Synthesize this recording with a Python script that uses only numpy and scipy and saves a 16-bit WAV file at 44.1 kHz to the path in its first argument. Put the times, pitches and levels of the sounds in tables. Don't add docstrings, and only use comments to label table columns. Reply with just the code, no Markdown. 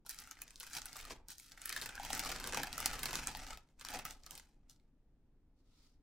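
import sys
import numpy as np
from scipy import signal
from scipy.fft import rfft, irfft
from scipy.io import wavfile
from scipy.ndimage import uniform_filter1d

SR = 44100
rng = np.random.default_rng(int(sys.argv[2]) if len(sys.argv) > 2 else 0)


def master_out(mix):
    frames = np.transpose(np.atleast_2d(mix))
    ceiling = np.clip(frames, -1, 1)
    pcm = np.round(ceiling * 32767).astype(np.int16)
    wavfile.write(sys.argv[1], SR, pcm)


N = 265508


def gain_of(db):
    return 10 ** (np.asarray(db) / 20)


def evened(x):
    return x / np.sqrt(np.mean(x ** 2) + 1e-20)


def smoothed(x, *widths):
    for width in widths:
        x = uniform_filter1d(x, width)
    return x


def read(points, hz):
    f, value = np.transpose(points)
    return np.interp(np.log(hz + 1), np.log(f + 1), value)


def curves(rows):
    s, *columns = np.transpose(rows)
    return [np.interp(np.arange(N) / SR, s, column) for column in columns]


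def add(mix, s, sound):
    part = mix[:, round(s * SR):][:, :sound.shape[1]]
    part += sound[:, :part.shape[1]]


def band(x, lo_hz, hi_hz):
    return signal.sosfilt(signal.butter(3, [lo_hz, hi_hz], "bandpass", fs=SR, output="sos"), x)


def coloured(x, points):
    log_gain = np.log(gain_of(read(points, abs(np.fft.fftfreq(4096, 1 / SR)))))
    taps = np.fft.ifft(np.exp(np.conj(signal.hilbert(log_gain)))).real[:2048]
    return signal.oaconvolve(x, taps[None])[:, :N]


def resonate(x, hz, width_hz):
    turn = np.exp(2j * np.pi * np.cumsum(hz * np.ones(N)) / SR)
    r = np.exp(-np.pi * width_hz / SR)
    return 2 * (turn * signal.lfilter([1 - r], [1, -r], x / turn)).real


def fading(pulses, settle_s):
    return signal.lfilter([1], [1, -np.exp(-1 / (settle_s * SR))], pulses)


# (frequency [Hz], likeness [0 to 1])
LIKENESS = [(60, 0.99), (180, 0.99), (550, 0.99), (1650, 0.94), (4970, 0.077), (15000, 0.22)]


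def pair(left, other, power=3.):
    size = left.shape[-1]
    same = np.clip(read(LIKENESS, np.fft.rfftfreq(size, 1 / SR)), 0, 1) ** power
    right = irfft(same * rfft(left) + np.sqrt(1 - same ** 2) * rfft(other), size)
    return np.array([left, right])


def noise(points):
    shape = gain_of(read(points, np.fft.rfftfreq(N, 1 / SR)))
    return evened(irfft(shape * rfft(pair(*rng.standard_normal((2, N)))), N))


# (time [s], level [dB])
RUMBLE_LEVEL = [(0.0, -69), (0.18, -63.5), (0.44, -68.5), (0.89, -61), (0.94, -73), (1.02, -54.5),
                (1.42, -70), (2.21, -51.5), (2.63, -56.5), (2.72, -54), (2.77, -64), (2.8, -51),
                (3.52, -53), (3.69, -74), (3.97, -55.5), (4.46, -67.5), (5.92, -69), (6.02, -65.5)]
# (frequency [Hz], relative level [dB per Hz])
DUCT_SPECTRUM = [(3, -14), (9, -3.5), (16, -9), (35, -10), (50, -8.5), (66, -13.5), (113, -15),
                 (150, -11.5), (189, -17.5), (273, -9), (340, -16.5), (520, -37.5)]
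# (frequency [Hz], relative level [dB per Hz])
AIR_SPECTRUM = [(120, -50.5), (200, -25), (278, -0.5), (328, -10), (491, -18), (538, -20.5), (933, -26.5),
                (1000, -30), (1870, -34.5), (16000, -51.5)]
AIR_DB, HUM_DB = -83.5, -78.0
THUD_DB = -4.5
FAN_HZ, FAN_SHARE = 25.9, .75


def ventilation():
    rumble_db, = curves(RUMBLE_LEVEL)
    hum_gain = np.hypot(gain_of(HUM_DB), gain_of(THUD_DB) * handling()[0])
    low, hz = rfft(noise(DUCT_SPECTRUM)), np.fft.rfftfreq(N, 1 / SR)

    deep = 1 / (1 + (hz / 90) ** 6)
    upper = 1 / (1 + (320 / (hz + 1)) ** 6)
    rumble = evened(irfft(low * deep, N))
    hum = evened(irfft(low * np.maximum(1 - deep - upper, 0), N))

    waver = evened(smoothed(rng.standard_normal(N), 9000, 9000))
    fan = evened(np.sin(2 * np.pi * np.cumsum(FAN_HZ + .8 * waver) / SR))
    rumble = FAN_SHARE * fan + np.sqrt(1 - FAN_SHARE ** 2) * rumble
    hiss = evened(irfft(rfft(noise(AIR_SPECTRUM)) * upper, N))
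    return gain_of(rumble_db) * rumble + hum_gain * hum + gain_of(AIR_DB) * hiss


# (time [s], fine crackle level [dB],
# panels over the crackle [dB], whole sheet flapping over the crackle [dB])
HANDS_AT_WORK = [(0.05, -76, -5, 4.0), (0.065, -61.5, -14, -11), (0.11, -60.5, -6, -24),
                 (0.2, -64.5, -2.5, -12), (0.36, -72.5, 1.5, -11), (0.46, -73, 1.5, -3.5),
                 (0.58, -71.5, -5.5, -12.5), (0.63, -62.5, -1.5, -13.5), (0.71, -59, -3.5, -15.5),
                 (0.77, -51.5, -3, -10), (0.84, -65, -2, -8), (0.97, -61, -1, -9.5), (1.04, -62.5, 2, -6.5),
                 (1.12, -57, 0.5, 0), (1.24, -96.5, 1, 14.5), (1.275, -84, 3, 1), (1.3, -51.5, -5.5, -19),
                 (1.36, -68.0, -15, -19), (1.44, -65, -9, -35), (1.55, -72.5, -0.5, -3),
                 (1.68, -57, 1.5, -14), (1.85, -53.5, -3.5, -6.5), (1.93, -66, 6, -2.5),
                 (2.1, -53, 0.0, -4), (2.32, -51.5, 0.5, -3.0), (2.39, -55.5, 1, -2.5),
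                 (2.5, -54.5, 0.5, 0.0), (2.59, -49, 4.5, 1.5), (2.7, -63, 2, -1), (2.88, -49, 2.5, -4.0),
                 (2.97, -56.5, 2, -1.5), (3.16, -48.5, 0, -4.5), (3.24, -53.5, 2.5, -2.5),
                 (3.37, -58, -1, -3), (3.53, -59.5, 1, -3.5), (3.62, -81, -2, 1), (3.77, -95, -4, 0),
                 (3.8, -68.5, 1, -11), (3.96, -51.0, 2.5, 0.5), (4.04, -72.5, 7.5, 4),
                 (4.08, -55.5, 1, -6.0), (4.22, -78, -9, -1.5), (4.245, -76.5, 2.5, -2),
                 (4.33, -61.5, -4.5, -5.0), (4.41, -68.5, -6, -11.5), (4.6, -99.0, 3, 6),
                 (4.67, -99.0, 9, 9), (4.705, -67, -12.5, -18), (4.78, -94, -4, -6), (4.9, -100.0, 3, 7)]
SHAKE_DB, SHAKE_S = -28.5, 0.013
EDGES_DB, EDGES_PER_SHEET = -8.5, .2


def handling():
    crackle_db, panels_db, sheet_db = curves(HANDS_AT_WORK)
    snap_db = np.transpose(CREASES)[1]
    effort = gain_of(crackle_db) + fading(at_snaps(gain_of(snap_db + SHAKE_DB)), SHAKE_S)
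    t = np.arange(N) / SR
    touch = (t > HANDS_AT_WORK[0][0]) * (t < HANDS_AT_WORK[-1][0])
    edges_db = EDGES_DB - EDGES_PER_SHEET * sheet_db
    return touch * effort * gain_of([sheet_db, panels_db, 0 * sheet_db, edges_db])


# (frequency [Hz], relative level [dB per Hz])
PAPER_SPECTRUM = [(180, -31.5), (300, -5), (624, -12), (814, -1.5), (1100, -8), (1250, 2), (1460, 1),
                  (3520, -2), (5430, 0.5), (13300, -12), (16000, -18)]
BAND_LIMITS = (1000, 3000, 9000)


def crackle(per_s=3000, spread_db=3.5, clump_db=2.5, count=28):
    clumps = evened(smoothed(rng.standard_normal(N), 400, 250))
    size_db = spread_db * np.minimum(rng.exponential(1, N), 4) + clump_db * np.clip(clumps, -2, 2)
    size = gain_of(size_db + swarms()) * (rng.random(N) < per_s / SR)

    kind, grains = rng.integers(0, count, N), np.zeros((2, N))
    for k, z in enumerate(rng.standard_normal((count, 2, 200))):
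        grains += signal.oaconvolve((size * (kind == k))[None], burst(z, .0005), axes=1)[:, :N]
    sliding = pair(*rng.standard_normal((2, N)))
    grains = coloured(evened(grains) + 0.084 * sliding, PAPER_SPECTRUM)

    limits = (280, *BAND_LIMITS, 18000)
    sheet, panels, fine, edges = [evened(band(grains, a, b)) for a, b in zip(limits, limits[1:])]
    ringing = evened(resonate(grains, np.maximum(panel_hz(), BAND_LIMITS[0]), 480))
    panels = evened(3.1 * panels + ringing)
    return sum(gain * part for gain, part in zip(handling(), (sheet, panels, fine, edges)))


def swarms(boost_db=3.0, settle_s=0.021):
    return boost_db * np.minimum(fading(at_snaps(1), settle_s), 1.3)


def panel_hz():
    s, ring_hz = np.transpose(CREASES)[[0, 2]]
    latest = np.clip(np.searchsorted(s, np.arange(N) / SR) - 1, 0, None)
    return smoothed(ring_hz[latest], 200)


def burst(z, fall_s, start=0, lead_in_db=-21.5):
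    t = (np.arange(z.shape[1]) - start) / SR
    lead_in = gain_of(lead_in_db) * np.exp(np.minimum(t, 0) / 0.0044) * (t < 0)
    click = .8 * np.exp(-np.maximum(t, 0) / 0.00012)
    shape = lead_in + (click + np.exp(-np.maximum(t, 0) / fall_s)) * (t >= 0)
    x = pair(*z, power=.28) * shape
    return x * np.linalg.norm(shape) / np.linalg.norm(x[0])


# (time [s], crack level [dB], ring of the freed
# panel [Hz], ring over crack [dB], thin edge over crack [dB], crack colour [Hz])
CREASES = [(0.064, -47.5, 1360, -2, -1, 4860), (0.0937, -35, 1780, -15.5, -3.5, 6650),
           (0.0998, -38, 1890, -16, -10, 6130), (0.1094, -41, 1720, -27, -3, 7730),
           (0.1452, -45, 2152, -9, -6, 4750), (0.188, -37, 2220, -16, -12, 5840),
           (0.2016, -52, 1963, -21, 3, 8180), (0.2189, -52, 1973, -17, -3, 5450),
           (0.2384, -46, 1945, -17, -17, 6760), (0.274, -43, 1400, -8, -16, 6700),
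           (0.3117, -33, 1303, -15.5, -18, 6940), (0.3701, -56, 2000, 4, -25, 4320),
           (0.39, -53, 1550, -1, -18, 4740), (0.4183, -36, 2480, -6.5, -4.5, 7000),
           (0.4793, -43.5, 1906, -13, -21, 7740), (0.5065, -43.5, 2465, -12, -18, 6510),
           (0.5583, -42, 2993, -25, -14, 4480), (0.6004, -40.5, 3000, -19, -3, 5380),
           (0.606, -35, 3000, -11.5, -18, 3410), (0.631, -37.5, 1156, -12, -14, 7120),
           (0.667, -44, 1780, -16, -7, 5380), (0.6992, -48.5, 1380, -19, -9, 4080),
           (0.733, -33.5, 1744, -19, -19, 7900), (0.7507, -37, 1850, -15, -10, 5400),
           (0.7682, -30, 2380, -13, -14, 5900), (0.8181, -35.5, 1353, -17, -17, 5840),
           (0.857, -35, 1504, -14, -6.5, 8750), (0.8654, -50, 1846, -17, -18, 3920),
           (0.8864, -43, 1390, -19, -24, 4190), (0.9301, -39.5, 1070, -19, -16, 4360),
           (0.9574, -47, 1220, 2.5, -9, 5260), (0.9672, -40.5, 1070, -3.5, -5.5, 6620),
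           (0.9904, -39.5, 2287, -10, -15, 5300), (1.011, -43.5, 1210, -22, -5, 4130),
           (1.0518, -40.5, 1227, -7, -13, 4900), (1.1063, -41.5, 1035, -2.5, -27, 3710),
           (1.285, -42.5, 2830, -14, -4, 5830), (1.3045, -41, 1870, -8.5, -5.5, 4960),
           (1.3825, -42.5, 1878, -25, -9, 6170), (1.3985, -44, 2220, -9, -5.5, 6060),
           (1.4964, -58, 1800, -11, -7, 6240), (1.5195, -42.5, 1570, -18, -14, 6300),
           (1.5758, -53.5, 1920, 5, -9.5, 6070), (1.6173, -42, 2021, -13.5, -5, 6600),
           (1.6573, -38, 1741, -3, 3, 5090), (1.6936, -32, 1854, -19, -6.5, 5340),
           (1.726, -33, 1860, -6, -13.5, 4040), (1.7633, -27, 1736, -2, -14, 3910),
           (1.8148, -33.5, 1834, -26, -8, 4850), (1.8595, -32, 1770, -5.5, -10, 5200),
           (1.8914, -33, 1480, -8, -20, 3950), (1.954, -42.5, 1763, -12, -3.5, 5940),
           (1.9783, -48.5, 1590, 10.5, -23, 3380), (1.9981, -38.5, 810, 5.5, -16, 3480),
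           (2.033, -39, 955, -4, -12, 4030), (2.0497, -33, 948, -8, -13, 5190),
           (2.1036, -32, 800, 4, -12, 4200), (2.1307, -26.5, 1870, -25, -12, 5570),
           (2.15, -32, 1673, -12, -6, 6230), (2.1774, -37.5, 931, -2.5, -6, 6810),
           (2.194, -24.5, 2190, -12, -9, 5060), (2.2492, -30.5, 1160, -9.5, -14, 4400),
           (2.259, -30, 1160, -3, -20, 5380), (2.2912, -32, 693, -8, -19, 4100),
           (2.3165, -29, 1399, -13, -15, 4100), (2.3602, -39, 1240, -8, -22, 4300),
           (2.4002, -32.5, 1423, -9, -16, 4500), (2.4416, -29.5, 1564, -13, -20, 4110),
           (2.4734, -30, 1120, -11, -7.5, 4740), (2.5242, -33.5, 1740, -6.5, -21, 6220),
           (2.5462, -30, 1230, -4.5, -13, 6300), (2.5726, -32.5, 873, -7.5, -8, 4030),
           (2.6331, -28, 1730, -7, -9, 4270), (2.671, -39.5, 2100, -11, -11.5, 4675),
           (2.729, -29.5, 2350, -13.5, -15, 3915), (2.7798, -30.5, 1270, -5.5, -10, 6240),
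           (2.803, -27, 1223, -8.5, -11, 6010), (2.8591, -20, 1540, -18, -6.5, 5310),
           (2.9328, -35, 2710, -12, -10.5, 4640), (2.9547, -43, 1310, -9.5, -12.5, 3970),
           (2.9924, -35.5, 2700, -9.5, -9, 4180), (3.032, -25.5, 2138, -11, -7, 3390),
           (3.057, -27, 1289, -14, -9, 3664), (3.1085, -35, 1310, -4, -12, 4470),
           (3.1308, -29, 751.5, -1, -16, 5300), (3.1549, -25, 1260, -10.5, -14, 5800),
           (3.272, -26, 1260, -10.5, -16, 7550), (3.3145, -38.5, 980, -4, -22, 3330),
           (3.3498, -34, 869, -0.5, -19, 4130), (3.3713, -42, 1870, -4, -4, 4120),
           (3.4047, -54, 2170, -23, -22, 3780), (3.467, -42, 1750, -14, -25, 4910),
           (3.477, -51, 2640, -24, -18, 5980), (3.5064, -37, 2164, -12, -24, 4800),
           (3.5734, -42.5, 2600, -8.5, -12, 4100), (3.688, -65, 2127, -10.5, -21, 4710),
           (3.7963, -46.5, 2712, -10, -15, 7240), (3.8117, -38.5, 1241, -8, -19, 4100),
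           (3.8496, -32, 1240, -9.5, -13, 4840), (3.8867, -32, 1253, -17, -15, 4290),
           (3.9044, -47, 980, -15, 1, 5730), (3.9385, -37.5, 1014, -4, -8, 5530),
           (3.9899, -37, 1090, -8, -8.5, 4580), (4.0523, -30, 1227, -12, -8, 4760),
           (4.1086, -36, 1232, -19, -16, 5590), (4.235, -47.5, 1252, -25, -25, 4510),
           (4.2638, -41, 1244, -37, -14, 5360), (4.3088, -38, 2970, -6, -9, 5740),
           (4.353, -41.5, 2166, -15, -10, 7550), (4.3775, -39.5, 2458, -13.5, -10, 4820),
           (4.397, -48.5, 1960, -8, -17, 5220), (4.5044, -76, 756, -5, -24, 5460),
           (4.6971, -43, 2850, -29, -19, 6500), (4.7618, -67, 871, -12, -21, 5510),
           (4.7984, -68, 2175, -8, -20, 3930)]
CRACK_S = 0.00088


def at_snaps(heights):
    pulses = np.zeros(N)
    pulses[np.round(np.transpose(CREASES)[0] * SR).astype(int)] = heights
    return pulses


def snaps(after_db=-15.5, count=4):
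    start, size = 300, 1600
    t = np.maximum(np.arange(size) - start, 0) / SR
    cracks, edges, rings = np.zeros((3, 2, N))
    for s, db, ring_hz, ring_db, edge_db, crack_hz in CREASES:
        crack = burst(rng.standard_normal((2, size)), CRACK_S, start=start)
        for wait, weak in rng.random((count, 2)):
            later = np.roll(crack, round((0.0014 + 0.019 * wait) * SR), axis=1)
            crack = crack + gain_of(after_db - 9.7 * weak) * later
        peaked = 0.31 * crack + signal.lfilter(*signal.iirpeak(crack_hz, 2.2, SR), crack)
        tone = gain_of(-60 * t / 0.02) * np.sin(2 * np.pi * ring_hz * t)
        ring = tone + 1.1 * crack
        first = s - start / SR
        add(cracks, first, gain_of(db) * peaked)
        add(edges, first, gain_of(db + edge_db) * crack)
        add(rings, first, gain_of(db + ring_db) * ring)
    low, mid, high = BAND_LIMITS
    return (gain_of(2.0) * band(cracks, mid, high) + gain_of(7.5) * band(edges, high, 17000)
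            + gain_of(-0.5) * band(rings, 0.74 * low, mid))


# (start time [s], length [s], level [dB])
PRESSES = [(3.507, 0.018, -55), (3.805, 0.15, -63), (4.047, 0.013, -51), (4.137, 0.022, -73),
           (4.25, 0.05, -67)]
POCKET_HZ, POCKET_WIDTH_HZ = 1255, 55
PRESS_S, LIFT_DB_PER_S = 0.016, 800


def pocket():
    rub = rng.standard_normal(N) * gain_of(3.0 * evened(smoothed(rng.standard_normal(N), 500)))
    ring = resonate(resonate(rub, POCKET_HZ, POCKET_WIDTH_HZ), POCKET_HZ, 3 * POCKET_WIDTH_HZ)
    t, presses = np.arange(N) / SR, np.zeros(N)
    for s, length, db in PRESSES:
        rise = np.clip((t - s) / PRESS_S, 0, 1)
        presses += rise * gain_of(db - LIFT_DB_PER_S * np.maximum(t - s - length, 0))
    return presses * evened(ring)


# (time [s], level [dB], colour of the rubbing [Hz])
SLEEVE_MOVES = [(5.52, -108, 3430), (5.604, -84, 4780), (5.628, -93.5, 4290), (5.668, -85.5, 3370),
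                (5.728, -80, 3420), (5.798, -75, 4660), (5.846, -72, 4620), (5.95, -87.5, 4960),
                (6.0, -99, 4450)]
# (frequency [Hz], relative level [dB per Hz])
CLOTH_SPECTRUM = [(590, -33.5), (1000, -10), (1120, -19.5), (1260, -4), (1570, -20), (2080, -11.5),
                  (2330, -14), (4960, -8.5), (16000, -26)]


def sleeve():
    db, hz = curves(SLEEVE_MOVES)
    grain = gain_of(1.1 * evened(smoothed(rng.standard_normal(N), 400)))
    hiss = noise(CLOTH_SPECTRUM)
    hiss = evened(hiss + 0.37 * evened(resonate(hiss, hz, 1300)))
    fade = np.clip((np.arange(N) / SR - SLEEVE_MOVES[0][0]) / .05, 0, 1)
    return gain_of(db) * fade * grain * hiss


# (frequency [Hz], time to fall 60 dB [s])
ROOM_FALL = [(400, 0.39), (1500, 0.32), (4000, 0.24), (10000, 0.06), (16000, 0.06)]
# (time before it is varied [s], level [dB])
NEAR_ECHOES = [(.0016, -7), (.0063, -12), (0.0105, -26), (0.022, -29)]


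def reply(tail_db=-14.0):
    size, step = SR // 2, 20
    taps = np.zeros((2, size))
    start = np.arange(200, size - step, step)
    at = start + rng.integers(0, step, (2, len(start)))
    np.put_along_axis(taps, at, rng.choice([-1., 1.], at.shape), 1)
    hz, t, z = signal.stft(taps, SR, nperseg=256)
    fall = gain_of(-60 * t / read(ROOM_FALL, hz)[:, None])
    tail = pair(*signal.istft(z * fall, SR, nperseg=256)[1][:, :size])
    tail *= gain_of(tail_db) / np.linalg.norm(tail[0])
    for s, db in NEAR_ECHOES:
        first = round(s * SR * rng.uniform(0.74, 1.4))
        tail[[0, 1], [first, first + rng.integers(-1, 2)]] += gain_of(db)
    return tail


def room(x, count=6, moves_per_s=9.5):
    place = np.arange(N) / SR * moves_per_s
    out = np.zeros((2, N))
    for k in range(count):
        near = np.clip(1 - abs((place - k + count / 2) % count - count / 2), 0, 1)
        out += signal.fftconvolve((x * np.sin(np.pi / 2 * near))[None], reply(), axes=1)[:, :N]
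    return out


LAG_S = .000012


def scene():
    paper = snaps() + crackle() + pocket()
    late = np.exp(-2j * np.pi * np.fft.rfftfreq(N, 1 / SR) * np.array([[LAG_S], [0]]))
    heard = irfft(rfft(paper + room(paper[0])) * late, N)
    return (heard + ventilation() + sleeve()) * gain_of([[.2], [-.2]])


def record(dry):
    return signal.oaconvolve(dry, signal.firwin(255, 15900, window=("kaiser", 9), fs=SR)[None], "same")


dry = scene()
out = record(dry)
master_out(out)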